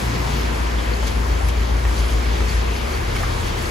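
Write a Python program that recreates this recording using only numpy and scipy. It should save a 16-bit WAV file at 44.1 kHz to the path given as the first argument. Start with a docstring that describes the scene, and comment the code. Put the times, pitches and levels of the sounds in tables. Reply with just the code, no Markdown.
"""Rain and an engine on a flooded street

Filtered noise and short decaying sines make a rain wash and dense drops, partly coherent at a phone's two ports.
Close by, an engine's harmonics beat in a throbbing boom, then rev, over band noise of a car rolling away,
low traffic growls and a faint hum of steady sines. Enveloped noise makes splashing steps, gliding tones
make wet rubber chirps, damped modes make fat drops knock, and one thin unsteady tone is a brake whistle."""
import sys
import numpy as np
from scipy import signal
from scipy.fft import rfft, irfft
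from scipy.io import wavfile
from scipy.ndimage import uniform_filter1d

SR = 44100
rng = np.random.default_rng(int(sys.argv[2]) if len(sys.argv) > 2 else 0)


def unload_audio(sound):
    """Save the sound as a 16-bit wav file, at the path given as the first command line argument."""
    columns = np.transpose(np.atleast_2d(sound))
    # keep every value between -1 and 1, then stretch to whole-number steps
    steps = np.round(np.clip(columns, -1, 1) * 32767)
    wavfile.write(sys.argv[1], SR, steps.astype(np.int16))


N = 163170
T = np.arange(N) / SR  # time, s
F = np.arange(N // 2 + 1) * SR / N  # spectrum frequencies, Hz


def undb(db):
    """Amplitude ratio: 20 dB is a factor of ten."""
    return 10 ** (np.asarray(db) / 20)


def unit(x):
    """Power normalisation: scale to an rms of 1."""
    return x / np.sqrt(np.mean(x ** 2))


def walk(rate_hz):
    """Slow random modulation: held random levels, smoothed twice, with a standard deviation of 1."""
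    hold = int(SR / rate_hz)
    levels = np.repeat(rng.standard_normal(N // hold + 1), hold)
    smooth = uniform_filter1d(uniform_filter1d(levels, hold), hold)[:N]
    return smooth / smooth.std()


def above(x, corner_hz):
    """Zero-phase high-pass: the gain is one half at the corner."""
    return irfft(rfft(x) * F ** 2 / (F ** 2 + corner_hz ** 2), N)


def bump(center_s, length_s):
    """Gaussian envelope whose standard deviation is half the length."""
    return np.exp(-.5 * ((T - center_s) / (length_s / 2)) ** 2)


def gliding_tones(table, waver):
    """Frequency modulation: phase integrates a gliding, wavering pitch under a bell-shaped envelope."""
    out = 0
    for center_s, level_db, pitch_hz, length_s, glide in table:
        bend = glide * np.clip((T - center_s) / length_s, -2, 2)
        phase = 2 * np.pi * np.cumsum(pitch_hz * (1 + bend + waver)) / SR
        out = out + undb(level_db) * bump(center_s, length_s) * np.sin(phase)
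    return out


def wash():
    """Random superposition: noise in half-octave bands that swell together and flicker alone."""
    swell_db, flicker_db, flicker_db_per_octave = 0.28, 0.1, 0.2051
    spectrum = rfft(rng.standard_normal(N))
    swell = walk(2.82)
    half_octaves = 2 * np.log2(np.maximum(F, 1) / 20)
    out = 0
    for k in range(21):
        band = irfft(spectrum * np.clip(1 - abs(half_octaves - k), 0, 1), N)
        flicker = (flicker_db + flicker_db_per_octave * k / 2) * walk(14)
        out = out + band * undb(swell_db * swell + flicker)
    return unit(out)


def drops(spread_db):
    """Shot noise: uneven random impulses excite damped sines whose decay time is inverse to pitch."""
    drops_per_s, decay_cycles, cap_db = 2000, 3.5, 14
    out = np.zeros(N)
    for pitch_hz in 800 * np.sqrt(2) ** np.arange(9):
        draws = rng.random((int(drops_per_s * N / SR / 9), 3))
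        places = (draws[:, 0] * N).astype(int)
        signs = np.sign(draws[:, 1] - .5)
        sizes_db = np.minimum(-spread_db * np.log(draws[:, 2]), cap_db)
        hits = np.zeros(N)
        np.add.at(hits, places, signs * undb(sizes_db))
        t = np.arange(256) / SR
        ring = np.exp(-t * pitch_hz / decay_cycles) * np.sin(2 * np.pi * pitch_hz * t)
        patter = unit(signal.fftconvolve(hits, ring)[:N])
        out += patter * np.sqrt(pitch_hz)  # power grows with bandwidth, as in white noise
    return unit(out)


def splashes():
    """Amplitude-modulated noise: each step lifts a bell-shaped burst of bright spray."""
    # Splashing steps: center_s, level_db (before the high-pass, against the wash), length_s
    steps = [(0.151, 2.5, 0.017), (0.322, -6, 0.04), (0.573, -2, 0.041), (1.06, -1, 0.059),
             (1.081, 6, 0.016), (1.492, 6.5, 0.017), (1.988, 3.7, 0.057), (2.11, 0, .04), (2.508, 1, 0.054),
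             (2.937, 1, 0.093), (3.16, 0, .025), (3.214, 2, 0.057), (3.476, 1, 0.044), (3.64, 1, 0.17)]
    envelope = sum(undb(level_db) * bump(s, length_s) for s, level_db, length_s in steps)
    spray = unit(rng.standard_normal(N) + drops(4.0))
    return envelope * above(spray, 2550)


def rain():
    """Superposition of distant wash, near drops and splashes, before the street colours them."""
    # Rain that eases and partly returns: time_s, treble_db (gain of the wash's upper range)
    easing = [(0, 2.2), (1.3, -0.4), (3.7, 1)]
    bed = wash()
    treble_gain = undb(np.interp(T, *np.array(easing).T))
    bed += (treble_gain - 1) * above(bed, 800)
    near_drops = undb(-7.5) * above(drops(3.8), 1540)
    return bed + near_drops + splashes()


def ports(main, other):
    """Interchannel coherence: the right port mixes a phase-shifted copy with independent rain."""
    # Street sound at the left port: frequency_hz, density_db (relative), left_minus_right_db
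    street = [(30, 0, -6), (53, 8.5, -5), (97, 10, 3.5), (162, 5.5, 2), (266, 4, 3), (350, 4.5, 0.4),
              (498, 5.5, 1.5), (543, 3.5, 3.5), (790, 2, 5.5), (1020, 2.5, 4), (1370, -2, 0.5),
              (2170, -4, 1.1), (2780, -8, 1.5), (4030, -12, 1.4), (5280, -14, 0.4), (7500, -19.5, 0.8),
              (12200, -22.5, 1.6), (13400, -34, -0.5), (15700, -36.5, -1)]
    # Relation of the two ports: frequency_hz, coherence (0-1), left_lead_rad
    port_relation = [(60, .99, .15), (120, .87, .3), (350, .53, .3), (430, .25, 1.5), (520, .45, 3.4),
                     (700, .76, 3.9), (1000, .42, 4.7), (1200, .2, 3.9), (1500, .33, 2.8), (2000, .2, 1.6),
                     (2800, .47, .55), (4700, .43, .3), (5600, .25, -.1), (6800, .6, .1), (7600, .75, -.8),
                     (8800, .97, -3.0), (10300, .8, -5.1), (11000, 1, -6.25), (12300, .75, -8.2),
                     (12900, 1, -9.4), (13700, 1, -9.45), (14300, .7, -11), (14800, 1, -12.57)]

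    def at(table, column):
        """Interpolation of a column on a logarithmic frequency axis."""
        values = np.array(table)
        return np.interp(np.log(np.maximum(F, 1)), np.log(values[:, 0]), values[:, column])

    coherence = at(port_relation, 1)
    lag = np.exp(-1j * at(port_relation, 2))
    gain = undb(at(street, 1)) * (F > 20)
    left = gain * rfft(main)
    right = coherence * lag * rfft(main) + np.sqrt(1 - coherence ** 2) * rfft(other)
    right = gain * undb(-at(street, 2)) * right
    return unit(np.array([irfft(left, N), irfft(right, N)])) * undb(-25)


def engine():
    """Harmonics of the engine cycle: orders 7 and 8 beat once a cycle; other orders sound under load."""
    # Engine course: time_s, cycle_hz, boom_db, throb_db, load_db (boom and throb rms before panning)
    course = [(0, 7.33, -28, -48, -60), (.25, 7.3, -23, -42, -58), (.7, 7.24, -21.3, -35, -58),
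              (1.05, 7.24, -20, -29.5, -58), (1.35, 7.24, -18.6, -30.5, -58),
              (1.95, 7.25, -17.8, -25.5, -58), (2.3, 7.24, -18.3, -29, -58), (2.6, 7.27, -17.8, -30, -55),
              (2.75, 7.45, -24, -32, -42), (2.9, 8.5, -25, -33, -35), (3.05, 9.4, -31, -42, -30),
              (3.25, 9.55, -40, -48, -27), (3.45, 9.5, -38, -50, -29), (3.7, 9.3, -36, -50, -32)]
    # Idle partials: order (multiple of cycle rate), level_db (mean, rms before panning)
    idle_partials = [(9, -41), (10, -38), (12, -39), (16, -43)]
    # Partials under load: order (multiple of cycle rate), level_db (relative to load_db)
    loaded_partials = [(4, -1.5), (5, 1), (6, 0.5), (9, -0.5), (12, -3.5)]
    # Span over which the idle partials fade: start_s, end_s
    idle_fade = 2.75, 3.1
    boom_order, throb_order = 8, 7
    aligned_s = 2.021  # a moment when boom and throb peak together
    time_s, cycle_hz, boom_db, throb_db, load_db = np.array(course).T
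    cycles = np.cumsum(np.interp(T, time_s, cycle_hz)) / SR
    phase = 2 * np.pi * (cycles - np.interp(aligned_s, T, cycles))

    def tone(order, level_db, start_rad=0):
        """Harmonic motion at a whole multiple of the cycle rate, with its level as rms."""
        return np.sqrt(2) * undb(level_db) * np.cos(order * phase + start_rad)

    def random_phase():
        """Phase drawn evenly around the circle."""
        return 2 * np.pi * rng.random()

    out = tone(boom_order, np.interp(T, time_s, boom_db))
    out += tone(throb_order, np.interp(T, time_s, throb_db))
    idle = sum(tone(k, db + 3 * walk(4), random_phase()) for k, db in idle_partials)
    out += np.interp(T, idle_fade, [1, 0]) * idle
    load = np.interp(T, time_s, load_db)
    for order, level_db in loaded_partials:
        out += tone(order, level_db + load + 1.3 * walk(3.84), random_phase())
    return out


def rumble():
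    """Resonant filtering: low tyre and body noise fades as a car rolls away."""
    # Fading rumble: time_s, level_db (rms before panning)
    fading = [(.4, -32), (.9, -37), (1.4, -48), (2.2, -56)]
    center_hz, half_width_hz = 156, 140
    response = 1 / (1 + ((F - center_hz) / half_width_hz) ** 2)
    band = irfft(rfft(rng.standard_normal(N)) * response, N)
    time_s, level_db = np.array(fading).T
    return unit(band) * undb(np.interp(T, time_s, level_db, right=-120))


def hum():
    """Amplitude modulation: thin tones of steady pitch waver in level."""
    # Hum somewhere in the street: pitch_hz, level_db (mean, rms before panning)
    hum_tones = [(150, -50), (232.8, -43.5), (500, -47.5), (699, -48)]
    out = 0
    for pitch_hz, level_db in hum_tones:
        tone = np.sin(2 * np.pi * (pitch_hz * T + rng.random()))
        out = out + np.sqrt(2) * undb(level_db + 2.3 * walk(3.1)) * tone
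    return out


def growls():
    """Frequency modulation: short low traffic tones glide with a slow waver."""
    # Traffic growls: center_s, level_db (peak before panning), pitch_hz, length_s, glide (pitch share per length)
    growl_tones = [(.12, -30, 116.3, 0.16, -0.024), (.34, -27.5, 141, .13, .05),
                   (1.21, -31.5, 239.3, .12, -0.1), (1.42, -25, 82.9, 0.285, -.05),
                   (1.76, -30, 118, 0.15, 0.049)]
    return gliding_tones(growl_tones, 0.0146 * walk(13))


def brake_whistle():
    """Narrow-band oscillation: one high tone with slight pitch wander and a changing level."""
    # Brake whistle: time_s, level_db (rms)
    whistle_course = [(.15, -75), (.19, -47), (.27, -58), (.41, -46), (.47, -64), (.56, -75)]
    pitch_hz = 14400 * (1 + 0.0011 * walk(20))
    time_s, level_db = np.array(whistle_course).T
    gain = undb(np.interp(T, time_s, level_db, left=-120, right=-120))
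    return np.sqrt(2) * gain * np.sin(2 * np.pi * np.cumsum(pitch_hz) / SR)


def chirps():
    """Frequency modulation: wet rubber chirps are short tones roughened by fast pitch waver."""
    # Wet rubber chirps: center_s, level_db (peak), pitch_hz, length_s, glide (pitch share per length)
    chirp_tones = [(.788, -32, 3290, .012, .03), (.938, -29.5, 4330, .008, 0.0075),
                   (2.494, -30, 4500, 0.016, .05), (2.77, -37, 4730, .02, 0),
                   (2.943, -35, 4500, 0.0158, .03)]
    return gliding_tones(chirp_tones, 0.0454 * walk(1200))


def knocks():
    """Modal synthesis: a fat drop excites damped modes and a longer noisy spatter."""
    # Fat drops: start_s, level_db (of the mode at ratio 1), pitch_hz
    fat_drops = [(1.03, -24, 885), (1.852, -24, 1800), (2.406, -24, 1294), (3.165, -23.5, 2180),
                 (3.233, -18, 1200)]
    # Modes of a fat drop: pitch_ratio, level_db (relative to the drop), t60_s
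    modes = [(.7, -3, .028), (1, 0, .035), (1.42, -3, .028)]
    spatter_db, spatter_t60_s = -14, 0.19
    wobble = 1 + .04 * walk(1500)
    out = 0
    for start_s, level_db, pitch_hz in fat_drops:
        t = np.clip(T - start_s, 0, 1)
        phase = 2 * np.pi * pitch_hz * np.cumsum((t > 0) * wobble) / SR

        def fade(t60_s):
            """Exponential damping: 60 dB in t60."""
            return np.exp(-np.log(1000) * t / t60_s)

        spatter = undb(spatter_db) * fade(spatter_t60_s) * walk(700) * np.sin(phase)
        ring = sum(undb(db) * fade(t60_s) * np.sin(ratio * phase) for ratio, db, t60_s in modes)
        out = out + undb(level_db) * (spatter + ring)
    return out


def scene():
    """Stereo superposition: rain all round; level and delay put the engine group a little left."""
    lag_s, pan_db = .00044, 2.2
    motor = engine() + rumble() + growls() + hum()
    late = np.interp(T - lag_s, T, motor)
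    pair = np.array([motor * undb(pan_db / 2), late * undb(-pan_db / 2)])
    return ports(rain(), rain()) + pair + brake_whistle() + chirps() + knocks()


def record(dry):
    """Band limiting: the phone thins the deepest bass and cuts the top steeply."""
    bass_cut = signal.butter(2, 30, "high", fs=SR, output="sos")
    top_cut = signal.ellip(14, .2, 70, 15720, fs=SR, output="sos")  # ripple dB, stopband dB, edge Hz
    return signal.sosfilt(top_cut, signal.sosfilt(bass_cut, dry))


dry = scene()
out = record(dry)
unload_audio(out)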